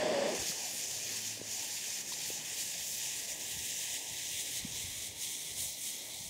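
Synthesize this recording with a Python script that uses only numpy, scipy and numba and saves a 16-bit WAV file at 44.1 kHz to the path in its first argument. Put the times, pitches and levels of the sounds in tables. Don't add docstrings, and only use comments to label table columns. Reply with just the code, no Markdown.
import sys
import numpy as np
from scipy import signal
from scipy.fft import rfft, irfft
from scipy.io import wavfile
from scipy.ndimage import uniform_filter1d, map_coordinates
from numba import njit

SR = 44100
rng = np.random.default_rng(int(sys.argv[2]) if len(sys.argv) > 2 else 0)


def master_out(mix):
    frames = np.transpose(np.atleast_2d(mix))
    ceiling = np.clip(frames, -1, 1)
    pcm = np.round(ceiling * 32767).astype(np.int16)
    wavfile.write(sys.argv[1], SR, pcm)


N = 277464


def undb(db):
    return 10 ** (np.asarray(db) / 20)


def unit(x):
    return x / np.sqrt(np.mean(x ** 2))


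def noise():
    return rng.standard_normal(N)


def curves(table):
    s, *columns = np.transpose(table)
    return [np.interp(np.arange(N) / SR, s, c) for c in columns]


def coloured(x, points):
    hz, db = np.transpose(points)
    f = np.arange(N // 2 + 1) * SR / N + 1
    gain_db = np.interp(np.log(f), np.log(hz), db, left=-120)
    return unit(irfft(rfft(x) * undb(gain_db), N))


def walk(rate):
    k = int(SR / rate)
    steps = np.repeat(rng.standard_normal(N // k + 1), k)
    return unit(uniform_filter1d(uniform_filter1d(steps, k), k)[:N])


def restless(x, lo_hz, count, own_db, rate, tilt_db=0):
    octave = np.log2((np.arange(N // 2 + 1) * SR / N + 1) / lo_hz)
    spectrum, out = rfft(x), 0
    for k in range(count):
        share = np.interp(2 * octave, np.arange(count), np.arange(count) == k)
        height = 2 * k / (count - 1) - 1
        out = out + irfft(spectrum * share, N) * undb(own_db * walk(rate) + tilt_db * height)
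    return out


@njit
def band(x, hz, width):
    y, b, l = np.empty(len(x)), 0., 0.
    for i in range(len(x)):
        g, k = np.tan(np.pi * hz[i] / SR), width / hz[i]
        v = (b + g * (x[i] - l)) / (1 + g * (g + k))
        b, l, y[i] = 2 * v - b, l + 2 * g * v, k * v
    return y


def tone(hz):
    return np.sqrt(2) * np.sin(2 * np.pi * np.cumsum(hz) / SR)


def swell(at_s, rise_s, fall_s):
    t = np.arange(N) / SR - at_s
    return np.exp(-(t / np.where(t < 0, rise_s, fall_s)) ** 2)


def fading(db, from_s, db_per_s):
    return undb(db - db_per_s * np.maximum(np.arange(N) / SR - from_s, 0))


def add(out, at_s, sound):
    i = int(at_s * SR) - len(sound) // 2
    out[i:i + len(sound)] += sound


def torch():
    # pitch in Hz, relative strength in dB per Hz.
    flame_colour = [(50, -62), (150, -13.5), (220, -7), (480, -3), (800, -8), (1100, -14.5), (1350, -30),
                    (1700, -60)]
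    # pitch in Hz, relative strength in dB per Hz.
    nozzle_colour = [(760, -42), (1300, -13), (1810, 0.5), (2210, -5), (3450, -5.5), (3640, -5),
                     (3750, -13.5), (4620, -5.5), (6310, -11), (6510, -9.5), (7610, -10), (9470, -21),
                     (15600, -33)]
    # peak moment in seconds, pitch in Hz, level in dB,
    # fall time in seconds.
    puff_rows = [(.004, 633, -33, 0.019), (.029, 591.6, -31, 0.008), (.055, 618, -33.5, 0.032),
                 (.096, 609, -31, 0.024), (0.136, 592.3, -33.5, 0.026), (.172, 565, -31.5, 0.038),
                 (0.224, 582, -30.5, .007), (0.258, 573, -33, .01), (0.282, 625, -33.5, .02)]

    hz = curves(puff_rows)[0]
    wavering = tone(hz * (1 + 0.021 * walk(59)))
    ringing = unit(band(noise(), hz, 70.))
    note = wavering + 0.4 * ringing
    puffs = sum(undb(db) * swell(s, 0.0036, fall_s) for s, _, db, fall_s in puff_rows)
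    roar = fading(db=-36.5, from_s=0.31, db_per_s=104) * coloured(noise(), flame_colour)
    hiss = fading(db=-40.5, from_s=0.25, db_per_s=45) * coloured(noise(), nozzle_colour)
    return roar + hiss + puffs * note


def murmur():
    # pitch in Hz, relative strength in dB per Hz.
    field_colour = [(18, -45), (30, -31), (108, -1.5), (180, -2.5), (372, -2.5), (440, -2.5), (548, -2),
                    (910, -4), (1230, -16.5), (1460, -18), (1700, -11), (2210, -11), (3740, -120)]
    # time in seconds, change in dB.
    field_change = [(0, 1), (3.5, -1.5), (6.3, -3)]

    level_db = -55.5 + curves(field_change)[0]
    flicker = restless(coloured(noise(), field_colour), 38.4, count=11, own_db=2.4, rate=9.9)
    return undb(level_db) * flicker


def wind():
    # time in seconds, level in dB.
    breeze_level = [(0, -76), (1.8, -79), (2.9, -70), (3.4, -62.5), (3.85, -83), (4.6, -59.5), (5.2, -61),
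                    (5.4, -71), (6.0, -77), (6.29, -63)]
    # peak moment in seconds, level in dB.
    buffet_rows = [(.4, -57), (2.29, -65), (2.54, -65), (3.56, -57), (3.93, -61), (4.12, -58), (4.36, -59),
                   (4.66, -57), (4.85, -53), (5.05, -59), (5.54, -54.5), (5.64, -60), (6.23, -64)]

    colour = [(20, -34), (40, -14), (58, -6.5), (110, -5.5), (250, -17.5), (600, -70)]  # Hz, dB per Hz
    rumble = coloured(noise(), colour) * undb(1.9 * walk(25))
    buffets = sum(undb(db) * swell(s, rise_s=0.031, fall_s=0.052) for s, db in buffet_rows)
    return (undb(curves(breeze_level)[0]) + buffets) * rumble


def surroundings(jet, stage):
    # delay at the free end in ms, delay at the barrel in ms, level in dB.
    echo_rows = [(.97, 0.97, -40), (1.66, 1.56, -32), (2.3, 2.5, -33), (3.0, 2.4, -31.5), (3.7, 3.5, -17.5)]
    # centre of a narrow dip in Hz at the free end, midway and at the barrel.
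    dip_rows = [(3900, 4240, 4850), (7400, 8740, 9050), (9080, 10000, 10700), (11150, 10900, 11550),
                (13600, 14600, 12000)]

    out = jet
    for free_end_ms, barrel_ms, db in echo_rows:
        delay_ms = free_end_ms + (barrel_ms - free_end_ms) * stage / 2
        lag = delay_ms * SR / 1000
        out = out + undb(db) * map_coordinates(jet, [np.arange(N) - lag], order=1)
    for hz in dip_rows:
        centre_hz = np.interp(stage, np.arange(3), hz)
        out = out - 0.32 * band(out, centre_hz, 324.0)
    return out


def fuse():
    # time in seconds, level in dB.
    jet_level = [(0.3, -43.5), (0.5, -37), (0.55, -39.5), (1.27, -40), (1.43, -46.5), (1.52, -39.5),
                 (2.02, -40), (2.03, -43.5), (2.28, -37.5), (2.4, -42), (2.63, -37.5), (2.67, -39.5),
                 (2.99, -39), (3.25, -40), (3.27, -43.5), (3.3, -38), (3.39, -44.5), (3.4, -40.5),
                 (3.94, -37.5), (3.99, -41), (4.22, -40.5), (4.4, -37.5), (4.45, -41), (4.57, -37.5),
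                 (4.62, -43.5), (4.69, -44), (4.74, -40.5), (5.07, -42), (5.15, -48.5), (5.22, -38.5),
                 (5.55, -44.5), (5.6, -38), (5.67, -40.5), (5.76, -46), (5.87, -39), (6.02, -45.5),
                 (6.06, -43.5), (6.29, -45)]
    # time in seconds, stage (0 free end, 1 midway, 2 at the barrel).
    burn_stage = [(0, 0), (2.2, 0.37), (3.6, 0.9), (4.2, 1.3), (5, 1.69), (6.3, 1.9)]
    # time in seconds, lift of the top band in dB
    treble_drift = [(.3, -3), (.7, 0), (2.75, -1), (2.9, 3), (3.1, -0.5), (4.9, -1), (5.15, 1), (5.35, 0),
                    (5.7, 4.5), (5.95, 0), (6.29, 4)]
    # pitch in Hz, relative strength in dB per Hz.
    free_end_colour = [(760, -52), (1300, -22), (1850, -10.5), (2210, -11), (2480, -6), (2750, -8),
                       (3950, -7.5), (4390, -6), (6650, -0.5), (7450, -2.5), (8100, -9), (9770, -8.5),
                       (11200, -14.5), (15000, -14), (15600, -23)]
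    midway_colour = [(760, -61), (1300, -45), (1430, -35), (1650, -12.5), (1950, -5), (2230, -9),
                     (2690, -3.5), (3750, -3), (4480, -7), (6930, 1), (8710, -4.5), (9560, -5),
                     (11200, -12), (14100, -11.5), (15600, -13)]
    barrel_colour = [(760, -40), (1300, -22.5), (1700, -34), (1890, -13), (2160, -4.5), (2640, -13.5),
                     (3380, -1.5), (3950, -3.5), (4670, -7.5), (6380, -1.5), (7450, -5), (9470, -4),
                     (10400, -8.5), (13300, -12), (15600, -14.5)]
    bright_db_per_db, usual_db = 0.5, -40

    level_db = curves(jet_level)[0]
    stage = np.clip(curves(burn_stage)[0], 0, 2)
    bright_db = bright_db_per_db * (level_db - usual_db) + curves(treble_drift)[0]
    spray = noise() * undb(0.54 * walk(40) + 0.81 * walk(400))
    jet = 0
    for k, colour in enumerate((free_end_colour, midway_colour, barrel_colour)):
        share = np.clip(1 - abs(stage - k), 0, 1)
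        jet = jet + share * coloured(spray, colour)
    jet = surroundings(jet, stage)
    jet = restless(jet, 1520, count=8, own_db=1.08, rate=30, tilt_db=bright_db)
    lit = swell(jet_level[0][0], 0.049, np.inf)
    return lit * undb(level_db + 0.61) * jet


def sparks():
    # start in seconds, approximate peak in dB, pitch of the ring in Hz.
    spark_rows = [(.348, -31, 5940), (.395, -32.5, 6000), (2.122, -32.5, 4380), (5.2, -43, 6160)]

    out = np.zeros(N)
    t = np.arange(1024) / SR
    for at_s, db, hz in spark_rows:
        burst = signal.lfilter(*signal.iirpeak(hz, 3.5, SR), rng.standard_normal(len(t)))
        add(out, at_s + t[-1] / 2, undb(db) / 2 * unit(burst) * np.exp(-t / 0.018))
    return out


def thuds():
    # middle in seconds, approximate peak in dB, mean pitch in Hz, number of cycles,
    # fall of pitch (0 to 1).
    thud_rows = [(0.501, -42, 193, 2.9, 0), (.52, -45, 1310, 12, 0.2), (1.376, -42.5, 503, 3.3, 0),
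                 (1.399, -44, 250, 2.5, 0), (1.416, -33, 405, 2.1, 0.86), (2.123, -41, 965, 7.9, 0.1),
                 (2.304, -34.5, 445, 2.8, 0.5), (3.57, -46, 150, 2, 0.3), (4.652, -31.5, 199, 2.7, 0),
                 (4.81, -46, 127, 2, 0.3), (6.21, -50, 143, 1.7, .1)]

    out = np.zeros(N)
    for at_s, db, hz, cycles, fall in thud_rows:
        length = SR * cycles / hz
        u = np.arange(int(length)) / length
        turns = cycles * u * (1 + fall * (1 - u))
        shape = np.sin(np.pi * u) ** 2
        push = shape * np.sin(2 * np.pi * turns)
        balanced = push - shape * push.sum() / shape.sum()
        add(out, at_s, undb(db) * balanced)
    return out


def hum():
    hz = 109.5 * (1 + 0.0061 * walk(8.0))
    octave_db = -5
    tones = tone(hz) + undb(octave_db) * tone(2 * hz)
    return undb(-60.5) * swell(1.24, rise_s=0.28, fall_s=0.42) * tones


def scene():
    # centre in Hz, width in Hz, depth (0 to 1).
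    ground_dip = (1384, 290, 0.36)

    dry = torch() + murmur() + wind() + fuse() + sparks() + thuds() + hum()
    hz, width, depth = ground_dip
    cancelled = depth * band(dry, np.full(N, 1. * hz), 1. * width)
    return np.tile(dry - cancelled, (2, 1))


def record(dry):
    top_hz = 15740
    low_pass = signal.ellip(16, 0.2, 90, top_hz, fs=SR, output="sos")
    return signal.sosfilt(low_pass, dry)


dry = scene()
out = record(dry)
master_out(out)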